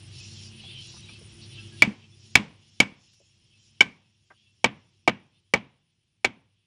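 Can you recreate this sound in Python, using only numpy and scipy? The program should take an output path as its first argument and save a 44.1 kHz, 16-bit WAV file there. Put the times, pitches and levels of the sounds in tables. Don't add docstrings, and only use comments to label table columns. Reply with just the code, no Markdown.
import sys
import numpy as np
from scipy import signal
from scipy.fft import rfft, irfft
from scipy.io import wavfile
from scipy.ndimage import uniform_filter1d

SR = 44100
rng = np.random.default_rng(int(sys.argv[2]) if len(sys.argv) > 2 else 0)


def wav_record(signal):
    frames = np.transpose(np.atleast_2d(signal))
    bounded = np.clip(frames, -1, 1)
    quanta = np.round(bounded * 32767).astype(np.int16)
    wavfile.write(sys.argv[1], SR, quanta)


N = 293706

# (centre [Hz], width [Hz], level within the hum [dB])
HUM_BANDS = [(104, 4.4, -9), (125, 45, -3.5), (218.7, 3.9, -8.5), (339, 13, -14), (352, 76, -14)]
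# (time [s], level [dB])
MOTOR_LEVEL = [(0, -52.5), (.55, -52), (1.1, -55.5), (1.5, -49.5), (1.8, -48.5), (2.3, -49.5), (3.2, -56.5),
               (4.2, -56), (4.6, -54.5), (5.0, -49.5), (6.0, -60), (6.66, -57.5)]
# (centre [Hz], width [Hz], resting level before the sink [dB])
HISS_BANDS = [(3020, 1000, -58), (4250, 1300, -63.5), (5420, 940, -60), (6780, 1300, -69)]
# (time [s], change of level [dB])
HISS_DRIFT = [(0, -2), (1.3, -3), (1.8, 0.9), (3.3, 3.5), (4.3, 4.5), (5.3, 2.3), (5.9, -1.5), (6.66, -5)]
# (middle [s], length [s], level before the sink [dB], centre [Hz])
HISS_SWELLS = [(0.174, .14, -54, 4360), (0.228, 0.22, -52.5, 3000), (0.244, 0.22, -52.5, 5460),
               (0.386, 0.31, -51.5, 4940), (0.405, 0.15, -52, 3000), (.64, 0.32, -50, 3170),
               (0.773, 0.32, -48.5, 3200), (0.896, 0.32, -51, 4840), (1.104, 0.19, -51.5, 3400),
               (1.438, 0.086, -52, 3600), (1.585, 0.24, -49.5, 3080), (1.818, 0.14, -48, 2940),
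               (2.033, .1, -47.5, 2860), (2.248, 0.12, -56, 3260), (2.292, 0.31, -53, 5050),
               (2.65, 0.17, -53.5, 3100), (2.744, 0.33, -55, 5450), (3.06, .14, -49.5, 3023),
               (3.087, 0.28, -49, 5320), (3.249, .2, -55, 5640), (3.562, 0.11, -50.5, 3018),
               (3.638, 0.19, -53, 5330), (4.429, 0.19, -49, 3105), (4.942, 0.083, -52, 3200),
               (5.358, .12, -49.5, 3310), (5.902, .1, -55.5, 3010), (6.578, .2, -53, 3100)]
# (frequency [Hz], relative density [dB per Hz])
AIR_SPECTRUM = [(15, -33), (25, -10.5), (60, -4.5), (117, -1), (200, -8.5), (272, -17.5), (400, -22.5),
                (600, -26.5), (1440, -29.5), (2950, -20), (5000, -30), (7700, -33.5), (8300, -31),
                (8800, -33), (10200, -34.5), (10800, -70.5), (22000, -110)]
# (time [s], chirps begun so far [count])
CHIRP_COUNT = [(-.021, -1), (1.723, 12), (2.103, 15), (3.623, 27), (4.683, 35), (6.71, 51)]
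# (time [s], level [dB], pitch [Hz], length [s])
BIRD_PEEPS = [(0.197, -45.5, 2560, 0.027), (0.338, -53.5, 5380, 0.17), (0.595, -41.5, 2930, 0.02),
              (.68, -44.5, 3570, 0.04), (.74, -42.5, 3090, 0.1), (1.03, -48, 3825, 0.029),
              (1.086, -41.5, 2380, 0.013), (1.144, -48.5, 2655, 0.032), (1.544, -52, 3120, 0.069),
              (1.579, -41, 2670, 0.033), (1.572, -60.5, 1620, 0.055), (1.55, -65, 1335, 0.11),
              (1.712, -58.5, 1655, 0.062), (2.022, -57, 2657, 0.05), (2.12, -57, 3450, 0.033),
              (3.52, -62.5, 2630, 0.064), (4.384, -67.5, 3340, 0.077), (4.447, -67.5, 2700, 0.089),
              (5.338, -70.5, 3560, 0.054)]
# (time [s], level [dB], centre [Hz])
SMALL_TAPS = [(.635, -47, 775), (.938, -48.5, 1006), (0.961, -50.5, 1210), (1.089, -50.5, 1255),
              (1.211, -46, 422), (3.131, -58.5, 6900), (3.2, -54, 553), (4.303, -42, 1576)]
# (time [s], blade [dB], beating mode [dB], overtones [dB], full ring [s], drop after it [dB],
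# plank [dB], boom [dB], crack [dB], crack brightness [dB per octave], background sink [dB])
HAMMER_BLOWS = [(1.8216, 1.5, -8.5, -7.5, .0079, -9.5, -27.5, -19.5, -20.5, -3.5, 15),
                (2.3537, 0.5, -20.5, -6, 0.0074, -16, -25.5, -27.5, -19, -1, 10.5),
                (2.802, 1, -21.5, 0, .0068, -13, -25.5, -25.5, -23.5, 0, 9),
                (3.8065, 1, -26, 6, 0.01, -13.5, -26, -33, -25, 1.5, 10),
                (4.6429, -9.5, -13.5, -3, 0.0094, -9, -17.5, -24.5, -24, -3.5, 3),
                (5.076, -7, -14.5, -5.5, .0092, -13.5, -14.5, -24.5, -25, -1, 3),
                (5.5375, -7, -12, -0.5, 0.0094, -12.5, -16, -31, -25, 0.5, 4.5),
                (6.2445, -10.5, -15, -1, 0.013, -7.5, -23, -33.5, -28.5, 0.7, 1.5)]
# (frequency [Hz], level [dB], t60 [s])
BLADE_MODES = [(1544, -23.5, 0.13), (3014, -12, 0.039), (3490, -22.5, .05), (5400, -20, 0.044),
               (6580, -29, 0.052), (7100, -16.5, 0.0076), (7350, -23.5, 0.0073), (8940, -30, 0.01)]
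# (frequency [Hz], level [dB], t60 [s])
PLANK_MODES = [(380, -5, .035), (445, -4, .035), (510, -3, .035), (640, -2, .035), (760, -2, .03),
               (865, -3, .03), (960, -4, .025), (1060, -5, .025), (1248, -3, .04), (1545, -6, .06),
               (1835, -5, .03), (2600, -7, .03), (3200, -8, .03)]
# (frequency [Hz], level [dB], t60 [s])
FLOOR_MODES = [(103, -9, 0.041), (122, -3.5, 0.18), (196, -4, 0.19), (237, 0, 0.13), (294, -6, 0.09)]
# (centre [Hz], crack [dB], crack t60 [s], room [dB], room t60 [s])
CRACK_AND_ROOM = [(66, -42, 0.16, -10, 0.37), (133, -23, .1, -7, 0.77), (228.1, -10, 0.24, -6, 0.52),
                  (444.4, 2, 0.025, -3.5, 0.43), (900, -8, 0.11, -4, 0.46), (1628, -7, 0.066, -9.5, 0.45),
                  (2390, 3, 0.075, 4, 0.33), (2860, 2, 0.072, -16, 0.88), (4540, -0.5, 0.054, -14, 0.44),
                  (6600, -4.5, 0.044, -18.5, 0.3), (8700, -16, .03, -20.5, 0.11),
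                  (13500, -21, 0.009, -43.5, .05)]
# (time [s], level [dB])
FISH_THUDS = [(1.875, -16.5), (2.396, -19.5), (2.854, -38), (4.692, -36), (5.124, -32), (5.59, -34.5),
              (6.297, -41)]

AIR_DB = -51
SWELL_FALL_DB = 39.5
INSECT_HZ, INSECT_DB, STROKE_HZ = 9510, -64, 131
MISSED_CHIRP = 14
TAP_T60_S, TAP_RING_DB = 0.074, -1
RING_HZ, BEAT_HZ = 2275, 2033
RING_T60_S, DROPPED_T60_S = 0.1, 0.2
LINGER_DB = -34.5
THOCK_HZ, THOCK_DB = 797, 5
TICK_DB, TICK_T60_S = 8, 0.0066
ROOM_DB = -20.5
EVEN_DB, BRIGHTENS = 15, 0.39
THUD_HZ, THUD_T60_S = 206.2, 0.1
SINK_KEPT, SINK_BACK_S = 0.43, 0.36
TOP_HZ = 16000


def undb(db):
    return 10 ** (np.asarray(db) / 20)


def level(x, db=0):
    return x * undb(db) / np.sqrt(np.mean(x ** 2))


def add(track, s, sound):
    i = int(s * SR)
    track[i:i + len(sound)] += sound[:N - i]


def sine(hz, t):
    return np.sin(2 * np.pi * hz * t)


def band(x, hz, width_hz):
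    f = np.arange(len(x) // 2 + 1) * SR / len(x)
    return irfft(rfft(x) * np.exp(-2 * ((f - hz) / width_hz) ** 2), len(x))


def noise_band(length, hz, width_hz, db=0):
    return level(band(rng.standard_normal(length), hz, width_hz), db)


def fade(t, t60):
    return 1000. ** (-t / t60)


def onset(t, rise_s):
    return t ** 2 / (t ** 2 + rise_s ** 2)


def walk(rate):
    k = int(SR / rate)
    steps = np.repeat(rng.standard_normal(N // k + 1), k)
    return uniform_filter1d(uniform_filter1d(steps, k), k)[:N]


def follow(t, table):
    return np.interp(t, *np.transpose(table))


def motor(t):
    hum = level(sum(noise_band(N, hz, width_hz, db) for hz, width_hz, db in HUM_BANDS))
    drone_hz = 99.5 + 2.8 * walk(1.4)
    drone = np.sin(2 * np.pi * np.cumsum(drone_hz) / SR)
    hum += undb(5.0 + 3.0 * walk(5.8)) * drone
    return undb(follow(t, MOTOR_LEVEL)) * hum


def hiss_grain(hz, width_hz):
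    out = noise_band(N, hz, width_hz) * undb(3.0 * walk(30))
    for offset in np.linspace(-.45, .45, num=9):
        whistle = noise_band(N, hz + offset * width_hz, 40, -11.5)
        out += whistle * undb(5.5 * walk(24))
    return level(out)


def hiss_gain(t, hz, rest_db):
    power = undb(rest_db + follow(t, HISS_DRIFT)) ** 2
    for middle_s, length_s, db, centre_hz in HISS_SWELLS:
        shape = np.cos(np.pi * np.clip((t - middle_s) / length_s, -.5, .5)) ** 2
        octaves = np.log2(hz / centre_hz)
        power = power + shape * undb(db - SWELL_FALL_DB * octaves ** 2) ** 2
    return np.sqrt(power)


def hiss(t):
    return sum(hiss_gain(t, hz, db) * hiss_grain(hz, width_hz) for hz, width_hz, db in HISS_BANDS)


def air():
    f = np.maximum(np.arange(N // 2 + 1) * SR / N, 1)
    hz, db = np.transpose(AIR_SPECTRUM)
    gain = undb(np.interp(np.log(f), np.log(hz), db))
    return level(irfft(rfft(rng.standard_normal(N)) * gain, N), AIR_DB)


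def insect(t):
    number, phase = np.divmod(follow(t, CHIRP_COUNT), 1)
    sounding = (phase < .7) & (number != MISSED_CHIRP)
    chirp = uniform_filter1d(np.where(sounding, .5 + phase, .1), size=400)
    strokes = 1 + .45 * np.sin(2 * np.pi * STROKE_HZ * t + 2.0 * walk(8))
    high = noise_band(N, INSECT_HZ * 1.013, 300)
    low = noise_band(N, INSECT_HZ * .992, 300)
    glide = uniform_filter1d(phase, size=300)
    return level(chirp * strokes * (high * (1 - glide) + low * glide), INSECT_DB)


def birds():
    out = np.zeros(N)
    for s, db, hz, length_s in BIRD_PEEPS:
        u = np.linspace(0, 1, int(length_s * SR))
        add(out, s, undb(db) * np.sin(np.pi * u) * sine(hz * length_s, u))
    return out


def taps():
    out, t = np.zeros(N), np.arange(8000) / SR
    for s, db, hz in SMALL_TAPS:
        clack = undb(TAP_RING_DB) * sine(hz, t) + noise_band(len(t), 0.75 * hz, 1.08 * hz)
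        add(out, s, undb(db) * clack * fade(t, TAP_T60_S) * (1 - fade(t, 0.036)))
    return out


def struck_modes(modes, t, spread_db, rise_s):
    hz, db, t60 = np.transpose(modes)[:, :, None]
    strength, phase = rng.standard_normal((len(modes), 2)).T[:, :, None]
    waves = undb(db + spread_db * strength) * fade(t, t60) * np.sin(2 * np.pi * (hz * t + phase))
    return waves.sum(axis=0) * onset(t, rise_s)


def blade(t, rise, beat_db, over_db, full_s, drop_db):
    ringing = (sine(RING_HZ, t) + undb(beat_db) * sine(BEAT_HZ, t)) * rise * fade(t, RING_T60_S)
    ringing *= fade(np.maximum(t - full_s, 0), DROPPED_T60_S)
    ringing += undb(over_db) * struck_modes(BLADE_MODES, t, spread_db=2.0, rise_s=0.0011)
    drop = 1 / (1 + np.exp(np.clip((full_s - t) / 0.0005, -50, 50)))
    linger = noise_band(len(t), RING_HZ, 190, LINGER_DB) * fade(t, .26) * rise
    return ringing * undb(drop_db * drop) + linger


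def plank(t, rise):
    modes = struck_modes(PLANK_MODES, t, spread_db=2.0, rise_s=.0015)
    knock = noise_band(len(t), 670, 900, 4.0) * fade(t, 0.066) * rise
    thock = undb(THOCK_DB) * sine(THOCK_HZ, t) * fade(t, 0.026) * onset(t, 0.00055)
    return modes + knock - thock


def floor_boom(t):
    modes = sum(undb(db) * fade(t, t60) * sine(hz, t) for hz, db, t60 in FLOOR_MODES)
    return modes * (1 - fade(t, 0.0067))


def crack_and_room(t, rise, crack_db, bright_db, room_tilt_db):
    out = np.zeros(len(t))
    splinters = undb(6.1 * walk(510)[:len(t)])
    for hz, snap_db, snap_t60, wall_db, wall_t60 in CRACK_AND_ROOM:
        noise = noise_band(len(t), hz, 0.61 * hz)
        octaves = np.log2(max(hz / RING_HZ, 1))
        snap_fade = fade(t, snap_t60) + undb(TICK_DB) * fade(t, TICK_T60_S)
        snap = undb(crack_db + snap_db + bright_db * octaves) * splinters * snap_fade * rise
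        room_gain = undb(crack_db + ROOM_DB + wall_db + room_tilt_db * octaves)
        room = room_gain * fade(t, wall_t60) * (1 - fade(t, 0.011))
        out += noise * (snap + room)
    return out


def blows():
    out, t = np.zeros(N), np.arange(24000) / SR
    rise = onset(t, 0.00087)
    for (s, blade_db, beat_db, over_db, full_s, drop_db,
         plank_db, boom_db, crack_db, bright_db, _) in HAMMER_BLOWS:
        room_tilt_db = BRIGHTENS * (blade_db - plank_db - EVEN_DB)
        hit = undb(blade_db) * blade(t, rise, beat_db, over_db, full_s, drop_db)
        hit += undb(plank_db) * plank(t, rise)
        hit += undb(boom_db) * floor_boom(t)
        hit += crack_and_room(t, rise, crack_db, bright_db, room_tilt_db)
        add(out, s, hit)
    return out


def thuds():
    out, t = np.zeros(N), np.arange(8000) / SR
    thud = fade(t, THUD_T60_S) * (1 - fade(t, 0.0049)) * sine(THUD_HZ, t)
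    for s, db in FISH_THUDS:
        add(out, s, undb(db) * thud)
    return out


def background_sink(t):
    sink_db = np.zeros(N)
    for s, *_, step_db in HAMMER_BLOWS:
        remaining = SINK_KEPT + (1 - SINK_KEPT) * np.exp(-np.abs(t - s) / SINK_BACK_S)
        sink_db += (t > s) * step_db * remaining
    return sink_db


def scene():
    t = np.arange(N) / SR
    background = motor(t) + hiss(t) + air() + insect(t)
    chopping = taps() + blows() + thuds()
    return (undb(-background_sink(t)) * background + birds() + chopping)[None]


def record(dry):
    thin = signal.sosfilt(signal.butter(2, 60, "high", fs=SR, output="sos"), dry)
    rounded = np.tanh(0.77 * thin) / 0.83
    return signal.sosfilt(signal.ellip(8, .2, 70, TOP_HZ, fs=SR, output="sos"), rounded)


dry = scene()
out = record(dry)
wav_record(out)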